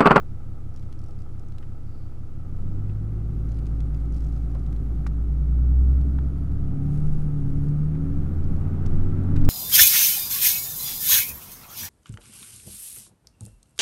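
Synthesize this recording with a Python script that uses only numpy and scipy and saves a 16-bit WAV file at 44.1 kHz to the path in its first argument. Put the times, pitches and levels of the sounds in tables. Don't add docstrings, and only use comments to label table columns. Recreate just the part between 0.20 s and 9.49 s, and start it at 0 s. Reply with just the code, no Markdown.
import sys
import numpy as np
from scipy import signal
from scipy.fft import rfft, irfft, next_fast_len
from scipy.io import wavfile
from scipy.ndimage import uniform_filter1d

SR = 44100
rng = np.random.default_rng(int(sys.argv[2]) if len(sys.argv) > 2 else 0)


def gain_from_db(level_db):
    decades = np.asarray(level_db, float) / 20
    return 10 ** decades


def inscribe(sig):
    pcm = np.round(np.clip(np.atleast_2d(sig).T, -1, 1) * 32767)
    wavfile.write(sys.argv[1], SR, pcm.astype(np.int16))


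N = 409688
T = np.arange(N) / SR


def evened(x):
    return x / np.sqrt(np.mean(x ** 2) + 1e-20)


def curves(rows, t=T):
    s, *columns = np.transpose(rows)
    return [np.interp(t, s, c) for c in columns]


def read(points, hz):
    f, db = np.transpose(points)
    return np.interp(np.log(hz), np.log(f), db)


def coloured(x, points):
    f, db = np.transpose(points)
    size = next_fast_len(len(x))
    hz = np.fft.rfftfreq(size, 1 / SR)
    gain = gain_from_db(np.interp(np.log(hz + 1), np.log(f + 1), db))
    return irfft(rfft(x, size) * gain, size)[:len(x)]


def noise(points):
    return evened(coloured(rng.standard_normal(N), points))


def resonate(x, hz, width):
    r = np.exp(-np.pi * width / SR)
    return signal.lfilter([1 - r, 0, r - 1], [1, -2 * r * np.cos(2 * np.pi * hz / SR), r * r], x)


def ring_twice(x, hz, width):
    return resonate(resonate(x, hz, width), hz, width)


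def drift(t, rate):
    f, turn = np.geomspace(rate / 12, rate, num=12), rng.random(12)
    return evened((np.sin(2 * np.pi * (f * t[:, None] + turn)) / np.sqrt(f)).sum(axis=1))


def slow_drift(rate):
    return np.interp(T, T[::256], drift(T[::256], rate))


def add(mix, s, sound):
    part = mix[round(s * SR):][:len(sound)]
    part += sound[:len(part)]


# start_s, firing_hz
ENGINE = [(0, 34.8), (2.12, 35.1), (2.38, 45.2), (2.62, 51.5), (3.3, 55.4), (3.95, 56.6), (4.4, 56),
          (4.8, 56.5), (5.3, 59.7), (5.62, 63.4), (6.2, 67.2), (6.67, 72.3), (6.93, 75.9), (7.27, 71.6),
          (7.5, 73.2), (8.33, 86.4), (8.85, 92.4), (9.29, 95.9)]


def cycles():
    return np.cumsum(curves(ENGINE)[0]) / SR / 6


EFFORT_DB = [2, 0.5, 1, 1, 0.5, 0, -0.5, -1, 1, 1, 1, 1, -4, 1, 1, -0.5, -0.5, 2.5]
# multiple_of_cycle_rate, idle_db, load_db
UNEVEN = [(3, -52, -3), (4, -68, -3.5), (5, -50, 9.5), (6, -47.0, -5.5), (7, -57, 3), (8, -74, -2),
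          (9, -61, 8.5), (10, -63, 5.5), (11, -78, 4.5), (12, -40.0, 16), (13, -54.5, -8.5), (14, -49, 1.5),
          (15, -63, 8), (16, -80, 5), (17, -42, -0.5), (18, -42.5, -5), (19, -84, -4.5), (20, -59, -6),
          (21, -70, 5.5), (22, -57, -14.5), (23, -48, 3), (24, -49, -7), (25, -54.5, -3), (26, -65, -1.5),
          (27, -84, -4.5), (28, -79, -10), (29, -65, -4), (30, -56.5, -7.5), (31, -60.5, -8.5),
          (32, -63.5, -10)]
# freq_hz, width_hz, level_db
CAB = [(48.7, 12, -47), (76.4, 30, -66), (105.4, 7.4, -41.5), (126, 34, -55), (179.5, 24, -50),
       (225.8, 40, -53.5), (237.7, 36, -53.5), (322.6, 25, -57.5), (351.1, 13, -48.5), (379.5, 60, -68),
       (440, 130, -65.5), (520, 130, -68)]
# freq_hz, width_hz, level_db
BOOMS = [
    (149.5, 10, -40),
    (277, 12, -40),
]
# freq_hz, level_db
FIRING = [(35, -58), (53.5, -31.5), (56, -25.5), (63.5, -16), (67, -27), (74, -33.5), (80, -28.5),
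          (95, -25)]
# freq_hz, level_db
OCTAVE = [(70, -42), (96, -34.5), (104, -29.5), (112, -35.5), (115.5, -52.5), (121, -35), (140, -37.5),
          (190, -42.5)]


def mode_power(f, hz, width, db):
    return gain_from_db(db) ** 2 / (1 + (2 * (f - hz) / width) ** 4)


def orders(step=24):
    t, turns = T[::step], cycles()[::step]
    hz = curves(ENGINE, t)[0]
    effort_db = np.interp(t, np.transpose(ENGINE)[0], EFFORT_DB)
    load_db = effort_db + 8.8 * np.log2(hz / hz[0]) - 10.0
    loaded = np.clip((hz / hz[0] - 1.03) / 0.45, 0, 1)

    high = [(k, -63 + 1.5 * (k % 6 == 0), -6.5) for k in range(len(UNEVEN) + 3, 42 + 1)]
    k, idle_db, uneven_db = np.transpose([*UNEVEN, *high])[:, :, None]
    k = np.round(k)
    f = k * hz / 6
    drive = gain_from_db(uneven_db + load_db) ** 2
    cab = drive * sum(mode_power(f, *mode) for mode in CAB)
    booms = drive * sum(mode_power(f, *mode) for mode in BOOMS)
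    booms += (k == 18) * drive * mode_power(f, 289.7, 13, -32)
    cab *= gain_from_db([np.minimum(order / 9, 4) * drift(t, 1.5) for order in k]) ** 2

    idle = gain_from_db(idle_db + load_db + 7.5) ** 2
    level = np.sqrt(loaded * (cab + booms) + (1 - loaded) * idle)
    firing = gain_from_db(read(FIRING, hz) + effort_db)
    octave = np.sqrt(gain_from_db(read(OCTAVE, 2 * hz) + effort_db) ** 2 + booms)
    level = np.where(k == 6, firing, np.where(k == 12, octave, level))
    wobble = [rng.random() + 0.0043 * drift(t, 3.4) for _ in k]
    tones = np.sqrt(2) * (level * np.sin(2 * np.pi * (k * turns + wobble))).sum(axis=0)
    return signal.resample_poly(tones, step, 1, window=("kaiser", 12))[:N]


# freq_hz, level_db
CLATTER_COLOUR = [(150, -40), (280, -7), (360, -10), (480, -15), (650, -20), (800, -21), (1010, -27),
                  (1200, -23), (1500, -26), (1720, -33), (2200, -36), (3000, -43.5), (4200, -50),
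                  (7000, -76)]


def combustion(turns):
    puff = .9 + np.exp(-(6 * turns % 1) / .6)
    fresh = puff * rng.standard_normal(N)
    repeating = np.interp(turns % 1, np.linspace(0, 1, num=3000), rng.standard_normal(3000))
    return evened(coloured(evened(fresh) + .6 * evened(repeating), CLATTER_COLOUR))


# share_of_cycle, level_db
KNOCK_PATTERN = [(0, 0), (0.162, 3.5), (0.282, -13.5), (.37, -6.5), (.46, -7), (.64, -3), (.81, 0)]
# freq_hz, width_hz, level_db
BLOCK = [(520, 20, -2.5), (723, 70, -3), (817.5, 32, -4.5), (1217, 14, -7), (1305.4, 49, -1)]


def block_knock(turns):
    blows = np.zeros(N)
    for place, db in KNOCK_PATTERN:
        at = np.flatnonzero(np.diff(np.floor(turns - place + 0.02526)))
        late = (at + abs(7.2 * rng.standard_normal(len(at)))).astype(int).clip(0, N - 1)
        blows[late] += gain_from_db(db + 1.5 * rng.standard_normal(len(at)))
    return evened(sum(gain_from_db(db) * evened(ring_twice(blows, hz, w)) for hz, w, db in BLOCK))


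# teeth_per_cycle, level_db, start_s, end_s
GEARS = [(84, -20, 0, 2.1), (144, -22, 0, 2.1), (58, -17, 2.7, 5), (79, -12, 3.3, 5.1), (48, -13, 5.2, 6.3),
         (60, -13, 5.2, 6.8), (63, -14, 6.4, 7.25), (66, -19, 5, 6.3), (54, -16, 8, 9.29),
         (78, -17, 8.1, 9), (86, -18, 8.3, 9.2)]


def gear_whine(turns):
    whine = np.zeros(N)
    for teeth, db, start, end in GEARS:
        span = slice(round(start * SR), round(end * SR))
        swell = signal.windows.tukey(len(T[span]), .5) * gain_from_db(db + 2.0 * drift(T[span], 3.9))
        whine[span] += swell * np.sin(2 * np.pi * round(teeth) * turns[span])
    return whine


def clatter():
    turns, hz = cycles(), curves(ENGINE)[0]
    level_db = -61.5 + 7 * np.log2(hz / hz[0]) + 2 * np.maximum(T - 7, 0)
    knock_db = np.interp(T, [2.1, 3, 7, 9], [-5, -11, -13, -20])
    sound = combustion(turns) + gain_from_db(knock_db) * block_knock(turns) + gear_whine(turns)
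    return gain_from_db(level_db + 4.5) * sound


PULL_S, PULL_RISE_S = 2.15, .3


def rolling():
    return np.clip((T - PULL_S) / PULL_RISE_S, 0, 1)


# centre_s, level_db, length_s
BUMPS = [
    (2.45, -27.5, 0.42),
    (6.445, -29, 0.3),
    (6.917, -20, 0.25),
    (7.322, -27.5, 0.3),
    (7.629, -30.5, 0.081),
    (7.973, -26.5, 0.13),
    (8.288, -24, 0.25),
    (8.782, -17, 0.24),
    (9.287, -11.5, 0.25),
]


def heave():
    return sum(gain_from_db(db) * np.exp(-(2 * (T - s) / length) ** 2) for s, db, length in BUMPS)


def bounce():
    shake = (1 - rolling()) * gain_from_db(-30) * np.sin(2 * np.pi * 2 * cycles())
    sway = rolling() * gain_from_db(-35 + 0.86 * (T - PULL_S)) + heave()
    mount_hz = 13 * (1 + 0.1022 * slow_drift(0.77))
    return np.sqrt(2) * (shake + sway * np.sin(2 * np.pi * np.cumsum(mount_hz) / SR))


# freq_hz, level_db
ROAD_COLOUR = [(6, -9.5), (16, 0), (28, 6.5), (45, 7.5), (70, 11.5), (110, 0.5), (150, 10.5), (200, 1),
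               (300, -11), (400, -11.5), (600, -54)]


def road():
    level = rolling() * gain_from_db(-39.5 + 1.26 * (T - PULL_S)) + gain_from_db(-23.5) * heave()
    return level * gain_from_db(2 * slow_drift(9.0)) * noise(ROAD_COLOUR)


# start_s, peak_db, t60_s, ring_hz
KNOCKS = [
    (1.426, -49, 0.06, 1703),
    (2.694, -47, 0.068, 1800),
    (4.352, -38, 0.087, 520),
    (4.865, -28.5, 0.027, 1020),
    (5.986, -35.5, 0.028, 1160),
    (7.748, -48, 0.055, 1600),
    (8.66, -44, 0.073, 1903),
    (9.158, -39.5, 0.12, 1600),
]
# freq_hz, level_db
KNOCK_COLOUR = [(240, -14.5), (400, 0), (800, 2), (1400, -2.5), (2900, -20), (4500, -29), (7800, -42),
                (13200, -69.5)]


def knocks():
    out, t = np.zeros(N), T[:4000]
    for s, db, t60, hz in KNOCKS:
        z = rng.standard_normal(4000)
        fall = gain_from_db(-60 * t / t60) * np.minimum(t / 0.00038, 1)
        thud = evened(coloured(z, KNOCK_COLOUR) * fall)
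        sound = 1.2 * thud + evened(ring_twice(z * fall, hz, 1.3 * hz))
        add(out, s, gain_from_db(db) * sound / abs(sound).max())
    return out


# start_s, peak_db, ring_hz
TICKS = [(0.5613, -46, 5200), (0.5948, -50.5, 4240), (0.6271, -54, 3570), (0.7256, -46.5, 3800),
         (0.573, -50.5, 4200), (1.1951, -51, 5540), (1.2852, -55, 5664), (1.3217, -52.5, 3800),
         (1.3828, -44.5, 3750), (2.365, -55, 3730), (2.4204, -54.5, 4220), (3.3877, -48.5, 3756),
         (3.4577, -49.5, 3757), (3.467, -46, 3400), (3.6046, -43, 3620), (4.1355, -61, 5150),
         (4.1979, -63, 5140), (4.349, -48.5, 3738), (4.4631, -48, 3470), (4.5266, -46, 4100),
         (4.563, -47.5, 3940), (4.8673, -37, 4500), (5.8129, -50, 3904), (6.317, -54.5, 3550),
         (8.6587, -47, 3482), (8.6626, -41.5, 5410), (9.1611, -45, 3660), (9.1645, -41, 3522),
         (9.214, -44.5, 3530), (9.2498, -40, 4560)]
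# start_s, gap_s, peak_db, ring_hz, slip_count
CREAKS = [(.79, .024, -51.5, 5000, 6), (.985, .0165, -53.5, 4600, 3), (3.2929, .0265, -50.5, 4200, 4),
          (3.742, .0287, -53, 4100, 3), (3.9239, .0201, -51, 5100, 9)]
# freq_hz, level_db
RUSTLE = [(1470, -0.5), (2500, -2.5), (3660, -9), (7130, -7), (8490, -6), (12700, -12), (14500, -23.5),
          (15500, -32.5)]


def ticks():
    out, t = np.zeros(N), T[:3000]
    runs = [(s + n * gap, db, hz) for s, gap, db, hz, slips in CREAKS for n in range(round(slips))]
    uneven = np.array(runs) + rng.standard_normal((len(runs), 3)) * [.002, 1.5, 400]
    for s, db, hz in [*TICKS, *uneven]:
        t60 = .018 * gain_from_db(0.27 * (db + 53.5))
        fall = gain_from_db(-60 * t / t60) * np.minimum(t / 0.0004, 1)
        snap = coloured(rng.standard_normal(3000), RUSTLE) * fall
        sound = 0.5 * evened(snap) + evened(resonate(snap, hz, 1900))
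        add(out, s, gain_from_db(db) * sound / abs(sound).max())
    return out


# start_s, end_s, rustle_db, slips_per_s
HANDS = [(0.54, .8, -95, 50), (1.1, 1.51, -101, 10), (3.2, 3.62, -77, 80), (3.602, 3.9, -75, 35),
         (3.882, 4.3, -72.5, 170), (4.247, 4.663, -80, 50), (5.95, 6.506, -83, 6), (6.657, 7.07, -67, 70),
         (7.0, 7.7, -73.5, 32), (7.6, 8.398, -85, 16), (8.3, 9.4, -88, 20)]


def handling():
    gain, slip_rate = np.zeros(N), np.zeros(N)
    for start, end, db, rate in HANDS:
        held = np.clip(np.minimum(T - start, end - T) / .06, 0, 1)
        gain += held * gain_from_db(db)
        slip_rate += held * rate
    return gain, slip_rate


def rustle():
    grain = gain_from_db(3.3 * evened(uniform_filter1d(rng.standard_normal(N), size=150)))
    return handling()[0] * evened(grain * coloured(rng.standard_normal(N), RUSTLE))


def crackle():
    strength = gain_from_db(4.5 * rng.exponential(1, N).clip(0, 3))
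    slips = strength * (rng.random(N) < handling()[1] / SR)
    puff = signal.lfilter([1], [1, -.975], slips) * rng.standard_normal(N)
    return gain_from_db(-61) * resonate(puff, 4800, 2600)


# start_s, level_db
SQUEAK = [(1.5, -100), (1.65, -82), (1.75, -74), (1.9, -80), (2.1, -100)]


def brake_squeak():
    return gain_from_db(curves(SQUEAK)[0]) * evened(ring_twice(rng.standard_normal(N), 4650, 600))


# freq_hz, level_db
FAN = [(88, -32.5), (150, -4.5), (188, -7.5), (320, -5), (445, -24), (840, -30.5), (924, -34),
       (1200, -29.5), (1560, -60), (2640, -120)]


def heater_fan():
    return gain_from_db(-54.5) * noise(FAN)


# freq_hz, level_db
HISS = [(1180, -52.5), (2000, 0), (2290, -4), (3020, -5.5), (4680, -7), (5320, -7), (14500, -13.5),
        (15500, -74)]


def microphone_hiss():
    return gain_from_db(-71.5) * noise(HISS)


def scene():
    engine = orders() + clatter()
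    body = bounce() + road() + knocks() + ticks()
    wheel = rustle() + crackle()
    background = brake_squeak() + heater_fan() + microphone_hiss()
    return (engine + body + wheel + background)[None]


def band_limit(x):
    return signal.sosfilt(signal.butter(12, 15690, fs=SR, output="sos"), x)


def record(dry):
    hz, _, z = signal.stft(dry, SR, nperseg=2048)
    top = hz > 12900
    power = abs(z[0]) ** 2
    top_db = 10 * np.log10(power[top].mean(axis=0) + 1e-20)
    above_quiet_db = top_db - np.percentile(top_db, 10)
    frames = z.shape[2]
    patches = rng.standard_normal((33, frames))[np.arange(len(hz)) // 32]
    luck = 1.6 * rng.standard_normal(frames) + 1.3 * patches
    keep_db = .8 + 3 * (hz[:, None] > 15300)
    heavy = power.sum(axis=0) > gain_from_db(-19.5) ** 2
    dropped = top[:, None] & ((.25 * above_quiet_db + luck < keep_db) | heavy)
    thinned = signal.istft(z * np.where(dropped, .03, 1), SR, nperseg=2048)[1][:, :N]
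    return band_limit(thinned)


dry = scene()
out = record(dry)
inscribe(out)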